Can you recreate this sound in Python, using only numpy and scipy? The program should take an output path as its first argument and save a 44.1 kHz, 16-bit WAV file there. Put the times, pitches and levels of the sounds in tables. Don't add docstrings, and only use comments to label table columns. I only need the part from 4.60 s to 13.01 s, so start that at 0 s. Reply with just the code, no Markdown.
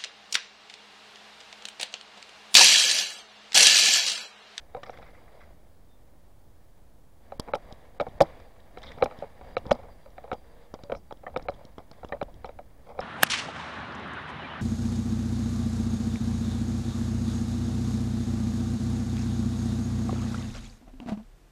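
import sys
import numpy as np
from scipy import signal
from scipy.fft import rfft, irfft
from scipy.io import wavfile
from scipy.ndimage import uniform_filter1d, minimum_filter1d

SR = 44100
rng = np.random.default_rng(int(sys.argv[2]) if len(sys.argv) > 2 else 0)


def bounce(signal):
    frames = np.transpose(np.atleast_2d(signal))
    limited = np.clip(frames, -1, 1)
    pcm = np.round(limited * 32767).astype(np.int16)
    wavfile.write(sys.argv[1], SR, pcm)


def gain_from_db(level_db):
    decades = np.asarray(level_db, float) / 20
    return 10 ** decades


N = 370966

# f/Hz, width/Hz, level/dB
SHELL = [(485, 154, 4), (722, 374, 2), (225, 140, -4.5)]
# f/Hz, width/Hz, level/dB
CLOTH = [(1250, 450, 0), (1750, 450, -5), (2280, 400, -4.5), (2800, 450, -17)]
# f/Hz, width/Hz, level/dB
PORT = [(3300, 450, 0), (3850, 450, -1), (4800, 500, -2), (5500, 700, -5), (6800, 1200, -12)]


def unit(x):
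    return x / np.sqrt(np.mean(x ** 2))


def band(x, hz, width):
    return signal.lfilter(*signal.iirpeak(hz, hz / width, SR), x)


def body(x, modes):
    out = 0
    for k, (hz, width, db) in enumerate(modes):
        out = out + (-1) ** k * gain_from_db(db) * band(x, hz, width)
    return out


def steep(x, modes):
    out = 0
    for k, (hz, width, db) in enumerate(modes):
        out = out + (-1) ** k * gain_from_db(db) * band(band(x, hz, width), hz, 1.5 * width)
    return out


def curve(s, values):
    return np.interp(np.arange(N) / SR, s, values)


def add(out, s, sound):
    i = int(s * SR)
    out[i:i + len(sound)] += sound[:N - i]


def walk(rate):
    k = int(SR / rate)
    steps = np.repeat(rng.standard_normal(N // k + 1), k)
    return uniform_filter1d(uniform_filter1d(steps, k), k)[:N]


def grains(rate, spread_db, smooth):
    happens = rng.random(N) < rate / SR
    size = happens * gain_from_db(np.minimum(spread_db * rng.exponential(size=N), 12))
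    tails = signal.lfilter([1], [1, -np.exp(-1 / (0.0038 * SR))], size)
    return unit((unit(tails) + smooth) * rng.standard_normal(N))


def burst(u):
    return np.minimum(6 * u, 1) * np.exp(-u ** 2)


def hiss():
    # f/Hz, level/dB per Hz
    colour = [(12, -53.5), (25, -5), (63, -9.5), (151, -19), (729, -27.5), (2120, -44), (13200, -46.5),
              (16500, -43.5)]
    hz, db = np.transpose(colour)
    noise_hz = np.arange(N // 2 + 1) * SR / N
    gain = gain_from_db(np.interp(np.log(noise_hz + 1), np.log(hz), db))
    noise = unit(irfft(rfft(rng.standard_normal(N)) * gain, N))
    whine = unit(band(rng.standard_normal(N), 9860, 70))
    return gain_from_db(-58) * noise + gain_from_db(-88) * whine


def wind():
    # t/s, level/dB
    gusts = [(0.0, -55), (0.37, -56), (0.59, -58), (2.51, -63.5), (2.9, -48.5), (3.3, -59), (3.56, -43.5),
             (3.98, -59.5), (4.35, -47), (4.75, -55), (5.05, -44.5), (5.48, -59), (6.6, -52), (6.82, -46),
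             (7.21, -58), (7.75, -49.5), (8.22, -54.5), (8.41, -50.5)]
    s, db = np.transpose(gusts)
    rumble_modes = [(28.0, 38.7, 3.5), (75.0, 42.5, 4.0), (130.6, 89, -5.5), (298, 188, -13.5)]
    rumble = body(rng.standard_normal(N), rumble_modes)
    return gain_from_db(curve(s, db) - 1.0 + 2.8 * walk(12.0)) * unit(rumble)


def rubbing():
    # t/s, rubbing level/dB
    motion = [(0.0, -58), (0.37, -51), (0.59, -55.5), (1.29, -67), (2.51, -67), (2.9, -53.5), (3.3, -55.5),
              (3.56, -51), (3.98, -54), (4.47, -50), (4.75, -53), (5.11, -50), (5.48, -58.5), (6.6, -62.5),
              (6.82, -54.5), (7.21, -60.5), (7.75, -59.5), (8.219, -61.5)]
    s, shell_db = np.transpose(motion)
    cloth_db = -71.5 + 0.98 * (shell_db + 58.5)
    fine_db = -78 + 0.78 * (shell_db + 58.5)
    slips = grains(280, 7.8, smooth=2.1)
    rustle = grains(710, 2.6, smooth=0.8)
    shell = gain_from_db(curve(s, shell_db) - 3.0) * unit(body(slips, SHELL))
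    cloth = gain_from_db(curve(s, cloth_db) + 3.0) * unit(steep(slips, CLOTH))
    fine = gain_from_db(curve(s, fine_db)) * unit(steep(rustle, PORT[:2] + [(4740, 380, -0.5)]))
    flutter = gain_from_db(2.2 * walk(14))
    return flutter * (shell + cloth + fine)


def jolts():
    # t/s, peak level/dB, shell f/Hz, hardness/dB, swell/ms
    sharp = [(0.148, -23.5, 495, -14.5, 5), (0.295, -31, 540, -7, 1.2), (2.721, -32, 550, -9.5, 7),
             (2.936, -10, 562, -11.5, 2.9), (2.952, -22.5, 460, -10, 3), (3.3998, -12, 538, -10, 2.1),
             (3.407, -25, 550, -1, 0.98), (3.467, -25.5, 487, -22, 3), (4.173, -29, 485, -9, 1.8),
             (4.424, -2.5, 511, -12.5, 4.1), (4.459, -15.5, 580, -16, 2.1), (4.968, -11, 524, -7.5, 2.7),
             (5.11, -10, 460, -10.5, 0.52), (5.1127, -25, 486, 4.5, 0.69), (5.716, -18, 544, -8.5, 2.8),
             (5.729, -25.5, 495, -15, 3.4), (6.667, -30.5, 528, -22, 4.4), (6.762, -16, 518, -7.5, 4.4),
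             (6.885, -16.5, 561, -7.5, 5.2), (7.523, -26.5, 496, -3.5, 1.2), (7.614, -17.5, 561, -13, 5.2),
             (7.845, -29, 524, -6.5, 3.9), (8.3909, -13, 543, -19, 2.4), (6.3198, -29, 520, -1.5, 1.5)]
    # t/s, peak level/dB, shell f/Hz,
    # hardness/dB, swell/ms
    blow = [
        (3.6055, -4, 560, -26, 2.0),
        (3.6099, 0, 625, -34, .9),
        (3.6115, 4, 622, -38, 1.6),
        (3.6168, -3, 575, -38, 3.4),
    ]
    # t/s, peak level/dB, shell f/Hz, swell/ms
    thuds = [(0.167, -29.5, 567, 9.5), (0.387, -35, 676, 1.2), (2.796, -27, 617, 2.2),
             (2.877, -31, 485, 4.2), (2.885, -32, 463, 5.5), (3.4104, -12.5, 585, 3.2),
             (4.435, -5.5, 586, 1.1), (4.624, -22.5, 576, 3.5), (4.644, -43, 557, 1.5),
             (5.054, -28, 487, 2.6), (5.116, 1.5, 591, 1.94), (5.233, -41, 430, 5.7), (5.46, -34, 561, 3.5),
             (5.64, -36, 456, 5), (5.678, -42, 566, 11), (6.19, -42.5, 550, 4.3), (6.235, -40.5, 571, 19),
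             (6.298, -20.5, 488, 3), (6.3228, -14.5, 534, 2.7), (6.338, -34, 573, 6),
             (6.919, -41, 604, 2.8), (7.533, -23, 573, 6.6)]
    # t/s, peak level/dB, shell f/Hz, hardness/dB
    taps = [(0.232, -36.5, 580, -1), (3.109, -35.5, 607, -30), (4.385, -40, 614, -3),
            (4.511, -38.5, 506, -3.5), (4.524, -45, 613, -2), (4.812, -36, 580, -12),
            (5.285, -39.5, 700, -25), (5.581, -33, 586, -7), (6.35, -37.5, 550, -0.5),
            (6.509, -31.5, 564, -7.5), (6.635, -36, 568, -18.5), (6.742, -37, 560, -24),
            (6.796, -43, 576, 0), (6.854, -36, 480, -22), (7.008, -43, 553, -19), (7.313, -43.5, 677, -5),
            (7.432, -33, 525, -12), (7.492, -44, 600, -5), (7.683, -42, 580, -24),
            (7.891, -34.5, 570, -9.5), (7.989, -30.5, 586, -12.5), (6.679, -41, 566, -5),
            (6.699, -46, 565, -9), (7.548, -47, 570, -9), (7.567, -47, 603, -15), (5.7, -43, 520, -20),
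            (8.27, -47, 570, -8), (8.299, -40.5, 556, -11), (8.315, -49, 606, -9), (8.35, -38.5, 587, -24),
            (0.427, -46, 596, 1), (0.488, -49, 646, -11)]

    def share(base_db, loss, db):
        return base_db - loss * (db + 33.0)

    table = []  # t/s, level/dB, shell f/Hz, upper tone/dB, hardness/dB, swell/ms
    for s, db, hz, hard_db, ms in sharp + blow:
        table.append((s, db, hz, share(-6.5, 0.36, db), hard_db, ms))
    for s, db, hz, ms in thuds:
        table.append((s, db, hz, share(-29, 0.61, db), share(-16, 0.7, db), ms))
    for s, db, hz, hard_db in taps:
        table.append((s, db, hz, share(-10.5, 0.23, db), hard_db, 4.4))
    return table


def knocks():
    # f/Hz, level/dB, time to fall by 60 dB/s
    hard_modes = [(1280, 0, .02), (1830, -9, .013), (2290, -5, .014), (3100, -18, .01), (3950, -17, .022)]
    out, rattle = np.zeros(N), np.zeros(N)
    t = np.arange(SR // 8) / SR
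    contact = np.sin(np.pi / 2 * np.minimum(t / 0.00068, 1)) ** 2
    table = jolts()
    chances = rng.standard_normal((len(table), 16))
    for (s, db, hz, upper_db, hard_db, swell_ms), chance in zip(table, chances):
        u = t / (max(swell_ms, .5) / 1000)
        shell = gain_from_db(-7.5) * u * np.exp(1 - u) * np.sin(2 * np.pi * hz * t)
        upper_hz = 770 * (1 + 0.064 * chance[0])
        upper = np.exp(-t / 0.0063) * np.sin(2 * np.pi * upper_hz * t)
        detune, scatter_db = 1 + .02 * chance[8:13], 1.8 * chance[2:7]
        hard = 0
        for k, (f, g, t60) in enumerate(hard_modes):
            tone = np.sin(2 * np.pi * f * detune[k] * t)
            hard = hard + gain_from_db(g + scatter_db[k]) * 1000 ** (-t / t60) * tone
        thump = np.exp(-t / 0.013) * np.sin(2 * np.pi * 190 * gain_from_db(2.4 * chance[14]) * t)
        ring = shell + gain_from_db(upper_db + 6.5) * upper + gain_from_db(hard_db + 4.5) * hard + gain_from_db(-24) * thump
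        add(out, s - .0004, -gain_from_db(db) * contact * ring)
        rattle_db = min(db - 0.25 * (db + 22.5), -23)
        add(rattle, s, gain_from_db(rattle_db) * contact * np.exp(-t / 0.013))
    chatter = grains(330, 3.2, smooth=0.52)
    shell_chatter = gain_from_db(-11.0) * unit(steep(chatter, SHELL))
    cloth_chatter = gain_from_db(-38.5) * unit(steep(chatter, CLOTH))
    return out + rattle * (shell_chatter + cloth_chatter)


def ticks():
    # t/s, peak level/dB, f/Hz, push on the shell/dB
    small = [(0.169, -57, 4040, 11), (0.3026, -50, 5840, -6), (2.8012, -34, 4900, -21),
             (3.1242, -41, 3800, -1.5), (3.4843, -52, 3440, 9), (3.6215, -54.5, 3700, 22),
             (3.8, -53, 3130, -19), (4.002, -55, 3600, -12), (4.377, -55, 3100, 6), (4.588, -47, 3570, 2.5),
             (4.6033, -51, 3200, -11), (5.065, -42.5, 3660, 5.5), (5.1119, -49.5, 3360, 22),
             (5.1495, -52, 3970, -6), (5.5029, -57, 5500, -13), (5.737, -49.5, 3340, -13),
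             (6.14, -42, 3740, -12), (6.236, -41.5, 3800, -3), (6.3592, -58, 5400, 8),
             (6.5237, -43.5, 3280, 3), (6.571, -55, 3440, 1), (6.825, -47.5, 3740, -1),
             (6.895, -48, 4630, -15), (6.903, -48, 3950, -8), (2.804, -47, 4800, -10),
             (3.492, -55, 3400, -4), (4.457, -50, 5070, -10), (6.939, -50.5, 3420, -3),
             (6.946, -54, 3410, 2), (7.0506, -43.5, 4030, -3.5), (7.1818, -46, 3400, -18),
             (7.313, -42, 4400, -6.5), (7.487, -47, 3700, -9), (7.741, -50.5, 3700, 0),
             (0.374, -55, 3600, -4), (0.385, -55, 3300, -8), (0.427, -58, 3500, -6), (4.23, -40, 3400, -21),
             (4.268, -59, 3900, -19), (4.282, -51, 3400, -15), (4.318, -48, 3740, -10)]
    # t/s, peak level/dB, f/Hz, length/ms, airborne snap/dB
    cracks = [(0.233, -39.5, 3000, 5.1, -36), (2.7971, -24.5, 5000, 1.6, -6),
              (2.9474, -31, 3330, 0.69, -27), (2.9527, -34.5, 3970, 3.1, -12), (3.398, -49, 3760, 3, -30),
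              (3.4082, -40.5, 4630, 1.3, -8), (3.412, -39.5, 3430, 3.7, -26),
              (3.605, -23, 2230, 3.4, -20.5), (3.6102, -23.5, 3540, 2.6, -19),
              (3.618, -26.5, 4770, 1.8, -7.5), (3.6218, -31, 5000, 1.3, -11), (3.6233, -32, 4500, 2.2, -14),
              (3.637, -49, 3700, 3.5, -15), (4.1824, -46, 3100, 4.3, -28), (4.218, -46, 3300, 3.2, -29),
              (4.436, -37, 3620, 7.5, -22), (4.443, -38.5, 3190, 1.7, -2.5), (4.9778, -39, 2780, 5.3, -23),
              (5.1093, -38, 6060, 1.6, -16), (5.1128, -24.5, 2920, 3.9, -24), (5.116, -34, 3800, 2.5, -17),
              (5.1235, -38, 5000, 1.2, -15), (5.127, -31.5, 4900, 1.3, -15), (5.729, -40.5, 3120, 7, -24),
              (6.32, -41.5, 3100, 3.5, -32), (6.772, -35, 3620, 1.6, -18), (7.446, -44, 3100, 3.5, -35),
              (7.628, -37, 2960, 2.4, -19), (7.855, -46, 2900, 5.3, -37), (8.4044, -35, 5230, 1.7, -23)]
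    table = [(s, db, hz, ms, air_db, -13.5) for s, db, hz, ms, air_db in cracks]
    table += [(s, db, hz, 2.04, -25.5, push_db) for s, db, hz, push_db in small]
    out, t = np.zeros(N), np.arange(SR // 20) / SR
    push = np.sin(np.pi * np.minimum(t / 0.0035, 1)) ** 2
    noises = rng.standard_normal((len(table), len(t)))
    for (s, db, hz, ms, air_db, push_db), noise in zip(table, noises):
        crack = noise * np.exp(-(t / (max(ms, .2) / 700)) ** 2)
        ring = steep(crack, PORT) + gain_from_db(6.5) * steep(crack, [(hz, 700, 0)])
        air = steep(crack, [(7840, 3100, 5.5), (11300, 2400, -2), (15200, 2700, -6.0)])
        ring = ring / np.ptp(ring) * 2
        air = air / np.ptp(air) * 2
        add(out, s, gain_from_db(db) * (ring + gain_from_db(air_db) * air + gain_from_db(push_db + 10.5) * push))
    return out


def buckle():
    # t/s, peak level/dB
    hits = [
        (0.2345, -52),
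        (3.604, -41.5),
        (5.5797, -63),
        (6.6652, -45.5),
        (7.5223, -40.5),
    ]
    # f/Hz, level/dB, time to fall by 60 dB/s
    modes = [(1190, 17, 0.025), (1810, 16, 0.031), (2000, 9, 0.04), (2570, -10, 0.029), (3100, -8, 0.045)]
    out, t = np.zeros(N), np.arange(SR // 16) / SR
    ring = sum(gain_from_db(db) * 1000 ** (-t / t60) * np.sin(2 * np.pi * hz * t) for hz, db, t60 in modes)
    for s, db in hits:
        add(out, s, gain_from_db(db + 1.0) * np.minimum(t / 0.0023, 1) * ring)
    return out


def scuffs():
    # t/s, peak level/dB, fine grit/dB, length/ms
    stones = [(0.257, -41.5, -11, 27), (0.3303, -38, -18, 17), (0.416, -43, -15, 32), (0.46, -43, -15, 33),
              (0.4844, -67, -19, 30), (0.5332, -48, -18, 46), (0.677, -43.5, -30, 10), (0.8, -42, -18, 46),
              (4.228, -34, -9, 33), (4.264, -44, -8.5, 37), (4.2894, -63, -19, 21), (4.314, -50, -3, 17),
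              (6.348, -60, 0, 27), (0.371, -42, -17, 20), (7.3294, -57, -7, 19)]
    # t/s, peak level/dB, length/ms
    drags = [(0.2686, -33, 27), (2.8994, -38, 52), (3.6294, -28.5, 45), (4.3704, -30, 97),
             (5.066, -30.5, 130), (5.251, -41, 16), (6.1368, -25.5, 19.6), (6.974, -42.5, 100),
             (7.1788, -31.5, 29), (7.855, -32.5, 30), (8.262, -31.5, 59), (8.293, -53, 25),
             (8.36, -35.5, 77)]
    grit = grains(260, 4.5, smooth=.4)
    layer_modes = (CLOTH[:3] + [(2017, 200, 1.5)], PORT[:4], SHELL)
    layers = [unit(steep(grit, modes)) for modes in layer_modes]
    # t/s, then level/dB of cloth, fine grit and shell, length/ms
    table = [(s, db, db + fine_db, db - 12.5, ms) for s, db, fine_db, ms in stones]
    table += [(s, db - 17.5, db - 26, db, ms) for s, db, ms in drags]
    gains, t = np.zeros((3, N)), np.arange(SR // 4) / SR
    for s, *levels_db, ms in table:
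        shape = burst(t / (max(ms, 4) / 1000))
        for gain, layer_db in zip(gains, levels_db):
            add(gain, s, gain_from_db(layer_db - 11.5) * shape)
    return np.sum(gains * layers, axis=0)


def sprays():
    # t/s, peak level/dB, f/Hz, length/ms
    table = [(0.268, -60, 4700, 16), (0.299, -70, 5640, 30), (0.328, -61, 3480, 16), (0.368, -60, 3660, 10),
             (0.423, -65, 3530, 56), (0.425, -59, 2070, 70), (0.545, -62, 2120, 30), (0.5, -71, 4300, 15),
             (3.65, -71, 2400, 250), (3.65, -74, 3520, 210), (4.23, -55.5, 3900, 18),
             (4.264, -51, 3560, 42), (4.314, -49.5, 2000, 13), (4.328, -61, 3550, 35),
             (5.129, -51, 4900, 4.7), (6.35, -60, 5300, 24), (6.384, -73, 5340, 10), (8.29, -69, 2300, 25)]
    out, grit = np.zeros(N), grains(290, 7.4, smooth=.6)
    for s, db, hz, ms in table:
        length = max(ms, 4) / 1000 * SR
        u = np.arange(int(2.5 * max(ms, 4) / 1000 * SR)) / length
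        piece = grit[int(s * SR):][:len(u)]
        ring = unit(steep(piece, [(hz, hz / 6, 0)]))
        add(out, s, gain_from_db(db) * burst(u) * ring)
    return out


def bird():
    # t/s, start f/Hz, length/s, level/dB
    chirps = [(1.28, 3660, .09, -78), (3.68, 4760, .08, -88), (3.82, 4780, .1, -86), (4.0, 4760, .1, -87),
              (4.85, 4860, .06, -82), (4.92, 4880, .06, -77), (5.29, 4830, .07, -77),
              (5.41, 4790, .09, -79), (5.56, 3600, .05, -82), (5.745, 4840, .07, -78),
              (5.815, 4830, .06, -80), (5.87, 4800, .075, -80), (6.015, 3600, .07, -84),
              (6.02, 4790, .04, -85), (6.195, 4800, .08, -79), (6.335, 4750, .09, -82),
              (6.47, 4720, .05, -80)]
    # t/s, start f/Hz, end f/Hz, length/s, level/dB
    coo = (5.83, 458, 474, .3, -66)
    fall = .024
    calls = [(s, hz, hz * (1 - fall), length, db) for s, hz, length, db in chirps] + [coo]
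    out = np.zeros(N)
    for s, start_hz, end_hz, length, db in calls:
        u = np.arange(int(length * SR)) / (length * SR)
        hz = end_hz + (start_hz - end_hz) * (1 - u) ** 2
        whistle = np.sin(2 * np.pi * np.cumsum(hz) / SR)
        add(out, s, gain_from_db(db + 6) * np.sqrt(np.sin(np.pi * u)) * whistle)
    return out * gain_from_db(2.5 * walk(40))


def snaps():
    # t/s, peak/full scale (negative is inwards)
    spikes = [(2.798, .12), (3.4087, -.08), (4.437, -.2), (5.114, -.25), (5.7305, -.13), (6.897, -.09),
              (7.524, -.09), (6.1405, -.08), (6.3198, -.05), (6.525, -.07), (6.772, -.12), (7.1825, -.055),
              (7.193, -.03), (7.448, -.08), (7.6275, -.16)]
    out = np.zeros(N)
    for s, peak in spikes:
        add(out, s - .0006, peak * np.hanning(int(.0013 * SR)) ** 2)
    return out + gain_from_db(-10.0) * body(out, SHELL)


def scene():
    hits = knocks() + ticks() + buckle() + scuffs() + sprays() + snaps()
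    return (hiss() + wind() + rubbing() + hits + bird())[None]


def starve(x):
    high_pass = signal.butter(4, 2300, "high", fs=SR, output="sos")
    high = signal.sosfiltfilt(high_pass, x)
    level = np.sqrt(uniform_filter1d(high ** 2, size=SR // 300) + 1e-18)
    near = -minimum_filter1d(-level, size=int(28 / 1000 * SR))
    faint = 1. * (level < gain_from_db(-28) * near)
    return x - .85 * high * uniform_filter1d(faint, size=SR // 500)


def top_cut(x):
    return signal.sosfilt(signal.butter(12, 16640, fs=SR, output="sos"), x)


def record(dry):
    low_pass = signal.ellip(8, .2, 30, 15750, fs=SR, output="sos")
    mix = signal.sosfilt(low_pass, starve(dry)) + .0027
    return top_cut(mix)


dry = scene()
out = record(dry)
bounce(out)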